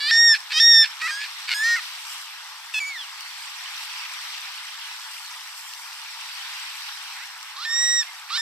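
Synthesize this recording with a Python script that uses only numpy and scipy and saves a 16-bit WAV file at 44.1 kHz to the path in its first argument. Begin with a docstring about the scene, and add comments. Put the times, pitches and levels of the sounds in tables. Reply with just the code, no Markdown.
"""Gulls call on a lakeshore while small waves run up the sand and drain through shell grit.
Most calls start in a reedy low voice, made of pulses that ring the throat, break into a clear high
stack of harmonics and end in a short rasp; where the voices overlap, the low one puts sidebands on the high.
The water is coloured noise with ringing bubbles in it: slosh, wash and fizzing foam.
Shell ticks are short noise bursts, and single drops are dying sines that rise in pitch."""
import sys
import numpy as np
from scipy import signal
from scipy.fft import rfft, irfft, next_fast_len
from scipy.io import wavfile
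from scipy.ndimage import uniform_filter1d, map_coordinates

SR = 44100
rng = np.random.default_rng(int(sys.argv[2]) if len(sys.argv) > 2 else 0)


def bounce(signal):
    """Save signal as a 16-bit WAV file at the path given by the first command-line argument."""
    frames = np.transpose(np.atleast_2d(signal))
    limited = np.clip(frames, -1, 1)
    pcm = np.round(limited * 32767).astype(np.int16)
    wavfile.write(sys.argv[1], SR, pcm)


N = 370881  # length in samples

# Throat colours of the low voice, for different settings of beak and neck.
# Each row: frequency in Hz, gain in dB.
OPEN = [(1150, -15.5), (1750, 5), (2700, -2.5), (3500, 3), (4800, 7.5), (5500, -15)]
WIDE = [(1850, -2), (2500, -1), (3600, 6.5), (4350, -8), (5000, 4), (5650, -1)]
BOWED = [(1280, -2), (1950, 5), (2550, -0.5), (3200, -17), (3900, -8.5), (5250, -10.5)]
HOARSE = [(1400, -6.5), (1800, 1), (2450, 4.5), (3400, -5), (4400, 2), (5400, -11.5)]
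SQUEAK = [(1700, -14), (2570, 3.5), (3420, -4.5), (4280, -13), (5130, -11)]
YELP = [(1200, 11.5), (1450, -5.5), (1950, -14), (3000, -5.5), (4000, 4), (5500, -6)]


def amp(db):
    """Decibels to gain."""
    return 10 ** (np.asarray(db) / 20)


def unit(x):
    """Scale to rms 1."""
    return x / np.sqrt(np.mean(x ** 2) + 1e-20)


def along(points, hz):
    """Read (Hz, value) points on a log axis."""
    f, v = np.transpose(points)
    return np.interp(np.log(hz + 1), np.log(f + 1), v)


def curves(rows, t):
    """Each column after the time, read at times t."""
    s, *cols = np.transpose(rows)
    return [np.interp(t, s, c) for c in cols]


def wobble(rate, size):
    """A smooth random curve, rate knots a second."""
    knots = rng.standard_normal(int(size * rate / SR) + 4)
    return map_coordinates(knots, [np.arange(size) * rate / SR])


def filtered(x, response):
    """x times a response of frequency."""
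    m = next_fast_len(N + SR // 2)
    return irfft(rfft(x, m) * response(np.fft.rfftfreq(m, 1 / SR)), m)[..., :N]


def cycle(hz):
    """Running phase of an oscillator."""
    return 2 * np.pi * np.cumsum(hz) / SR


def times(start, end):
    """Sample times of a note."""
    return np.arange(max(int(start * SR), 0), min(int(end * SR), N)) / SR


def edges(t, fade):
    """Soft-edged gate of a note and the time to its nearer end."""
    inside = np.minimum(t - t[0], t[-1] - t)
    return np.sin(np.pi / 2 * np.clip(inside / fade, 0, 1)), inside


def bell(t, centre, before, after):
    """A smooth hump of height 1 with its own width on each side."""
    return np.exp(-((t - centre) / np.where(t < centre, before, after)) ** 2)


def throat_gain(throat, hz):
    """What the throat lets through at these frequencies."""
    # Skirts that every throat shares. Each row: frequency in Hz, gain in dB.
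    low_skirt = [(600, -33.5)]
    high_skirt = [(7200, -16.5), (10000, -22), (15000, -37)]
    return amp(along(low_skirt + throat + high_skirt, hz))


def reed(t, hz, db, throat, rough):
    """Low voice: pulses ring the throat, with uneven cycles as it starts and stops."""
    gate, inside = edges(t, fade=0.0085)
    rough = rough + 0.635 * np.exp(-(inside / 0.0092) ** 2)
    phase = cycle(hz * (1 + 0.088 * rough * wobble(495.0, len(t))))
    pulses = sum(np.sin(k * phase) for k in range(1, 23))
    pulses = pulses * (1 + .7 * rough * wobble(800, len(t)))
    size = 2 * len(t)
    spectrum = rfft(pulses, size) * throat_gain(throat, np.fft.rfftfreq(size, 1 / SR))
    voice = irfft(spectrum, size)[:len(t)]
    # dividing by the running rms lets the level curve alone shape the loudness
    strength = np.sqrt(np.abs(uniform_filter1d(voice ** 2, size=700)) + 1e-12)
    return t, voice / strength * gate * amp(db)


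def low_note(throat, start, loudest, end, first_hz, last_hz, flick_hz, db, swell, rough):
    """The low voice swells and glides, and where a flick is set its pitch jumps up at the end."""
    flick_s, fade_db_per_s = 0.013, 192  # time constant of the flick; fall after the loudest moment
    t = times(start, end)
    hz = np.linspace(first_hz, last_hz, len(t)) + flick_hz * np.exp((t - end) / flick_s)
    level = db - np.where(t < loudest, swell, fade_db_per_s) * np.abs(t - loudest)
    return reed(t, hz, level, throat, rough)


def rasp(s, db, half):
    """A short swell of the low voice, so uneven that it loses its pitch."""
    t = times(s - half, s + half)
    level = db - 17 * np.abs(t - s) / half
    return reed(t, np.linspace(860, 790, len(t)), level, HOARSE, rough=.9)


def sidebands(beat, t, hz, phase):
    """Sum and difference tones of the two voices, shaped by the throat."""
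    # The throat while both voices sound. Each row: frequency in Hz, gain in dB.
    two_voiced = [(1100, -39), (1400, -2.5), (2300, -6.5), (2600, -12), (3300, -10.5), (4200, 0),
                  (6100, -1.5)]
    start, end, first_hz, last_hz, db, fade = beat
    beat_hz = np.interp(t, [start, end], [first_hz, last_hz])
    gate = np.clip(np.minimum((t - start) / 0.012, (end - t) / 0.025), 0, 1)
    slow = cycle(beat_hz * (1 + 0.01 * wobble(480, len(t))))
    lines = 0
    for k in range(1, 6):  # harmonics of the high voice
        for j in (-2, -1, 1):  # multiples of the low pitch, below and above each harmonic
            gain = throat_gain(two_voiced, k * hz + j * beat_hz) / abs(j)
            lines = lines + gain * np.sin(k * phase + j * slow)
    return gate * amp(db - fade * (t - start)) * lines


def tone(t, hz, levels, upper_db, roll_db):
    """High voice: a clean stack of harmonics, unsteady as it catches and lets go."""
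    # Base levels of harmonics four to eight in dB, set against the third.
    overtones = [0, -6, -11.5, -16, -31]
    # The low voice beating against the high one. Each row: start in seconds, end in seconds,
    # first pitch in Hz, last pitch in Hz, level in dB, fade in dB per second.
    beats = [(0.118, 0.198, 680, 680, -32, 140), (.598, .655, 700, 700, -32, 260),
             (1.11, 1.19, 620, 580, -43, 160), (1.629, 1.771, 515, 372, -34, -1)]
    shimmer_db = 0.7  # each harmonic wavers a little
    gate, inside = edges(t, fade=0.0014)
    unsteady = .001 + .025 * np.exp(-inside / .008)
    jitter = .0005 * wobble(60, len(t)) + unsteady * wobble(1200, len(t))
    phase = cycle(hz * (1 + jitter))
    upper = [levels[2] + upper_db + db - roll_db * k for k, db in enumerate(overtones)]
    voice = 0
    for k, db in enumerate(levels + upper, 1):
        voice = voice + amp(db + shimmer_db * wobble(35, len(t))) * np.sin(k * phase)
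    for beat in beats:
        if t[0] < beat[1] and beat[0] < t[-1]:
            voice = voice + sidebands(beat, t, hz, phase)
    return t, np.sqrt(2) * voice * gate


def high_note(start, crest, end, crest_hz, width, scoop_hz, sag_hz, drop_hz, db, swell_db,
              second_db, third_db, brighten_db, upper_db, roll_db):
    """An arch of pitch that scoops, sags and drops; level and brightness shift, then it dulls."""
    swell_s = 0.075  # level and brightness settle over this time
    drop_s, release_s = 0.0154, 0.011  # time constants of pitch and level giving way at the end
    release_db, release_dull_db = 6, 17  # lost by the whole note, and further by the third harmonic
    t = times(start, end)
    arch = np.where(t < crest, scoop_hz, sag_hz) * (1 - bell(t, crest, width, width))
    hz = crest_hz - arch - drop_hz * np.exp((t - end) / drop_s)
    starting = bell(t, start, swell_s, swell_s)
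    ending = np.exp((t - end) / release_s)
    level = db - swell_db * starting - release_db * ending
    dull = brighten_db * starting + release_dull_db * ending
    levels = [level, level + second_db - dull / 2, level + third_db - dull]
    return tone(t, hz, levels, upper_db, roll_db)


def squeal():
    """The high voice slides a long way down, thin and unsteady."""
    # Each row: time in seconds, pitch in Hz, levels of the first, second and third harmonic in dB.
    slide = [(2.802, 2340, -27, -38, -37), (2.847, 2230, -30, -54, -44), (2.881, 2310, -31, -44, -37),
             (2.945, 2117, -37, -45, -57), (2.972, 1810, -35, -41, -45), (3.01, 1684, -56, -33.5, -54),
             (3.06, 1347, -52, -45, -62)]
    t = times(slide[0][0], slide[-1][0])
    hz, *levels = curves(slide, t)
    smooth_hz = uniform_filter1d(hz, size=700, mode="nearest")
    return tone(t, smooth_hz, levels, upper_db=-13.5, roll_db=1)


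def add(out, t, x):
    """Place a note where the caller stands."""
    # Each row: time in seconds, right minus left in dB, right ear lead in samples.
    places = [(0, 2, 0), (1.7, 1, .1), (2.8, 1, .5), (7.6, 4, 2)]
    right_db, lead = curves(places, t[0])
    right = map_coordinates(x, [np.arange(len(t)) + lead])
    pair = np.array([x, right]) * amp([[-right_db / 2], [right_db / 2]])
    out[:, round(t[0] * SR):][:, :len(t)] += pair


def gulls():
    """Both voices of every call; so small a throat radiates little bass."""
    # Low voice. Each row: throat, start, loudest moment and end in seconds, first and last pitch in Hz,
    # final upward flick in Hz, level in dB, swell in dB per second, roughness from 0 to 1.
    low_notes = [ (OPEN, 0, 0.11, .117, 562, 606, 150, -19.5, 71, 0.058),
                 (WIDE, .522, 0.58, .604, 614, 620, 87, -16, 245, 0.037),
                 (BOWED, 1.012, 1.066, 1.082, 634, 654, 36, -23.5, 78, .13),
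                 (BOWED, 1.076, 1.1, 1.116, 584, 642, 0, -25.5, 180, .14),
                 (HOARSE, 1.502, 1.517, 1.544, 725, 700, 0, -20.5, 600, 0.37),
                 (BOWED, 1.755, 1.73, 1.805, 760, 585, 0, -18.5, 0, .18),
                 (SQUEAK, 2.736, 2.783, 2.799, 864, 842, 46, -23, 41, 0.09),
                 (BOWED, 7.15, 7.24, 7.265, 330, 595, 0, -40, 30, .12),
                 (YELP, 7.56, 7.655, 7.664, 495, 815, 25, -30.5, 74, 0.21),
                 (YELP, 8.3, 8.357, 8.386, 591, 810, 45, -23, 166, 0.18), ]
    # Rasps at the edges of the calls. Each row: middle in seconds, level in dB, half length in seconds.
    rasps = [(0.105, -26, 0.013), (0.354, -22, 0.025), (0.522, -24, 0.027), (0.851, -24.5, 0.031),
             (1.018, -30, 0.027), (1.217, -31, 0.027), (1.243, -30.5, 0.037), (1.493, -24, 0.022),
             (7.124, -41, 0.037), (7.653, -38, 0.015), (8.034, -32.5, 0.014), (8.082, -47, 0.045),
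             (8.302, -34.5, 0.028), (8.368, -31, 0.012)]
    # High voice. Each row: start, crest and end in seconds, crest pitch in Hz, crest width in seconds,
    # scoop up to the crest, sag after it and final drop in Hz, level in dB, swell in dB,
    # second and third harmonic in dB over the first, brightening in dB,
    # upper overtones in dB over the third, their extra roll-off in dB per harmonic.
    high_notes = [ (0.11, 0.239, .353, 1859, 0.12, 77, 161, 77, -16.5, 1.5, -8.5, 2, 5.5, -17.5, 1.5),
                  (0.599, 0.68, .85, 1861, .061, 57, 53, 98, -20, 2, 1, 7.5, -0.5, -23, -1),
                  (1.106, 1.252, 1.252, 1720, .104, 134.5, 0, 0, -33.3, -1.5, -12, -10, -6.5, -2.5, 1),
                  (1.543, 1.692, 1.762, 1866, 0.088, 219.5, 44, 12, -19.5, 12.5, -22.5, -22, -22.5, -1.5, -1.5),
                  (7.649, 7.829, 8.032, 1901, .157, 152, 2, 249, -27.5, 3.5, -2.5, 5.5, 14.5, -8.5, 2.5),
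                  (8.068, 8.08, 8.108, 2105, .05, 0, 22.5, 0, -41, 1.5, -15, -20, 0, -10, 0),
                  (8.374, 8.546, 8.75, 1877, 0.17, 151, 0, 246, -26.5, 4.5, -1, 2, 1.5, -7, 0), ]
    out = np.zeros((2, N))
    for sound, rows in ((low_note, low_notes), (rasp, rasps), (high_note, high_notes)):
        for row in rows:
            add(out, *sound(*row))
    add(out, *squeal())
    return filtered(out, lambda hz: 1 - 1 / (1 + (hz / 750) ** 4))


def shore(x, t60):
    """Sand and water scatter a faint, short tail: noise that dies by 60 dB in t60 seconds."""
    t = np.arange(SR // 2) / SR
    tail = rng.standard_normal((2, len(t))) * amp(-60 * t / t60) * (1 - np.exp(-t / .004))
    return signal.fftconvolve(x, tail / np.linalg.norm(tail[0]), axes=1)[:, :N]


def surge():
    """Gains of slosh, wash and fizz: each wave rises and drains over the calm water, and its foam follows."""
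    # Wavelets running up the sand. Each row: crest in seconds, wash in dB, rise and drain in seconds.
    wavelets = [(1.75, -40, .72, .52), (3.98, -39, 0.74, 1.05), (6.6, -39.5, 0.51, .55)]
    # Patches of foam bursting on the sand. Each row: middle in seconds, fizz in dB, half length in seconds.
    foam = [(2.1, -43.5, 0.14), (3.3, -52, 0.25), (3.83, -43.5, 0.036), (5.155, -48, 0.3),
            (5.69, -45.5, 0.27), (7.055, -49.5, 0.18)]
    calm_slosh_db, calm_wash_db, calm_fizz_db = -46, -45.5, -48  # the water between the waves
    wave_slosh_db, wave_fizz_db = -11, -7  # slosh and fizz of a wave, against its wash
    foam_lag_s, foam_lasts = .1, 0.58  # fizz peaks after the wash; its drain, as a share of the wave's
    t = np.arange(N) / SR
    # powers add, and the root at the end makes gains of them
    waves = sum(amp(db) ** 2 * bell(t, s, rise, drain) for s, db, rise, drain in wavelets)
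    froth = sum(amp(db + wave_fizz_db) ** 2 * bell(t, s + foam_lag_s, rise, foam_lasts * drain)
                for s, db, rise, drain in wavelets)
    patches = sum(amp(db) ** 2 * bell(t, s, half, half) for s, db, half in foam)
    return np.sqrt([amp(calm_slosh_db) ** 2 + amp(wave_slosh_db) ** 2 * waves,
                    amp(calm_wash_db) ** 2 + waves,
                    amp(calm_fizz_db) ** 2 + froth + patches])


def bubbles(rate, centre_hz, cycles, spread_db):
    """Small bubbles, rate a second, ring briefly and rise in pitch, each at its own place."""
    count = int(rate * N / SR)
    when, place = rng.random((count, 2)).T
    hz = np.clip(centre_hz * np.exp(.5 * rng.standard_normal((count, 1))), 500, 14000)
    size = amp(spread_db * np.minimum(rng.exponential(size=(count, 1)), 3))
    i = np.arange(400)  # samples in one ring
    age = hz * i / SR / cycles  # in decay times, each lasting this many cycles
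    decay = np.exp(-age) * (1 - i / len(i))
    ring = size * decay * np.sin(2 * np.pi * cycles * age * (1 + 0.055 * np.minimum(age, 2)))
    at = ((when * N).astype(int)[:, None] + i).ravel()
    sides = [np.bincount(at, (ring * g[:, None]).ravel(), N)[:N] for g in (.5 + place, 1.5 - place)]
    return unit(np.array(sides))


def rush(spectrum, side_db, patchy_db, grains, lead):
    """Patchy stereo water noise with grains in it, coloured, rms 1; the left ear leads by some samples."""
    z = signal.stft(rng.standard_normal((2, N)), nperseg=512)[2]
    field = rng.standard_normal(z.shape[1:])
    field = uniform_filter1d(field, size=5, axis=0)  # patches spread over frequency
    field = uniform_filter1d(field, size=9, axis=1)  # and over time
    mid, side = signal.istft(z * amp(patchy_db * unit(field)), nperseg=512)[1][:, :N]
    ears = np.array([[1], [-1]])
    pair = unit(mid) + ears * amp(side_db) * unit(side) + grains
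    pair = filtered(pair, lambda hz: amp(along(spectrum, hz)) * np.exp(1j * np.pi * ears * hz * lead / SR))
    return pair / np.sqrt(np.mean(pair.mean(0) ** 2))


def water():
    """Wavelets slightly to the left slosh, wash up the sand and leave fizzing foam."""
    # Colours of the three layers. Each row: frequency in Hz, relative gain in dB.
    slosh_colour = [(120, -65), (300, -45), (450, -27.5), (620, -19.5), (880, 1.5), (1400, 1.5),
                    (2000, -1.5), (9000, -59.5)]
    wash_colour = [(400, -74), (900, -24), (1800, -0.5), (2700, 2.5), (4200, 1.5), (5800, -2), (7200, -20),
                   (12000, -43)]
    fizz_colour = [(1500, -43), (5000, 5.5), (9300, 2.5), (12000, -1), (14500, -7), (15700, -27.5)]
    left_db = 0.4  # left ear over right
    slosh_gain, wash_gain, fizz_gain = surge()
    lap = wobble(12, N)
    gurgle = amp(-18) * bubbles(150, centre_hz=1294, cycles=4.2, spread_db=2.5)
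    patter = amp(-8) * bubbles(600, centre_hz=2896, cycles=12.4, spread_db=3)
    crackle = amp(-5.5) * bubbles(700, centre_hz=8000, cycles=3.5, spread_db=6.5)
    slosh = rush(slosh_colour, side_db=-21.5, patchy_db=1.5, grains=gurgle, lead=4.1)
    wash = rush(wash_colour, side_db=2.0, patchy_db=2.2, grains=patter, lead=2.1)
    fizz = rush(fizz_colour, side_db=1, patchy_db=1.5, grains=crackle, lead=0)
    slosh = slosh * slosh_gain * amp(.5 * lap)
    wash = wash * wash_gain * amp(0.25 * lap)
    fizz = fizz * fizz_gain * amp(0.78 * wobble(24, N))
    return (slosh + wash + fizz) * amp([[left_db / 2], [-left_db / 2]])


def shells():
    """Bits of shell tick against each other: bright noise bursts that die within hundredths of a second."""
    # Each row: start in seconds, level in dB (before the offset and the colour below).
    ticks = [(0.404, -32), (3.2074, -27), (4.38, -30), (5.736, -27), (7.429, -30)]
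    out, t = np.zeros((2, N)), np.arange(SR // 20) / SR
    for s, db in ticks:
        burst = amp(db - 7 - 60 * t / 0.016) * rng.standard_normal((2, len(t)))
        out[:, int(s * SR):][:, :len(t)] += burst
    colour = [(400, -60), (2500, 4), (5000, 16), (14000, -2.5)]  # Hz, dB
    return filtered(out, lambda hz: amp(along(colour, hz)))


def drips():
    """Single drops plink into the shallows, rising in pitch; they are too small to move much bass."""
    # Each row: start in seconds, level in dB (before swell and bass cut), starting pitch in Hz.
    plinks = [(3.6587, -22, 3010), (5.0414, -29, 1440), (5.247, -28, 4330)]
    out, t = np.zeros(N), np.arange(SR // 20) / SR
    swell = 1 - np.exp(-t / .0005)
    for s, db, hz in plinks:
        plink = amp(db - 60 * t / 0.018) * swell * np.sin(cycle(hz * (1 + 2 * t)))
        out[int(s * SR):][:len(t)] += plink
    return filtered(out, lambda hz: 1 - 1 / (1 + (hz / 1000) ** 6))


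def scene():
    """Gulls in the open, over the water."""
    calls = gulls()
    return calls + amp(-18.5) * shore(calls, t60=0.3) + water() + shells() + drips()


def record(dry):
    """The microphone has two narrow dips in the treble and a band limit."""
    # Each row: centre in Hz, width in Hz, depth in dB.
    notches = [(6576, 295, -9.5), (10380, 684, -11)]
    top_hz = 15700

    def response(hz):
        """Gain of the dips, and nothing from the band limit up."""
        dips = sum(db * np.exp(-((hz - centre) / width) ** 2) for centre, width, db in notches)
        return amp(dips) * (hz < top_hz)

    return filtered(dry, response)


dry = scene()
out = record(dry)
bounce(out)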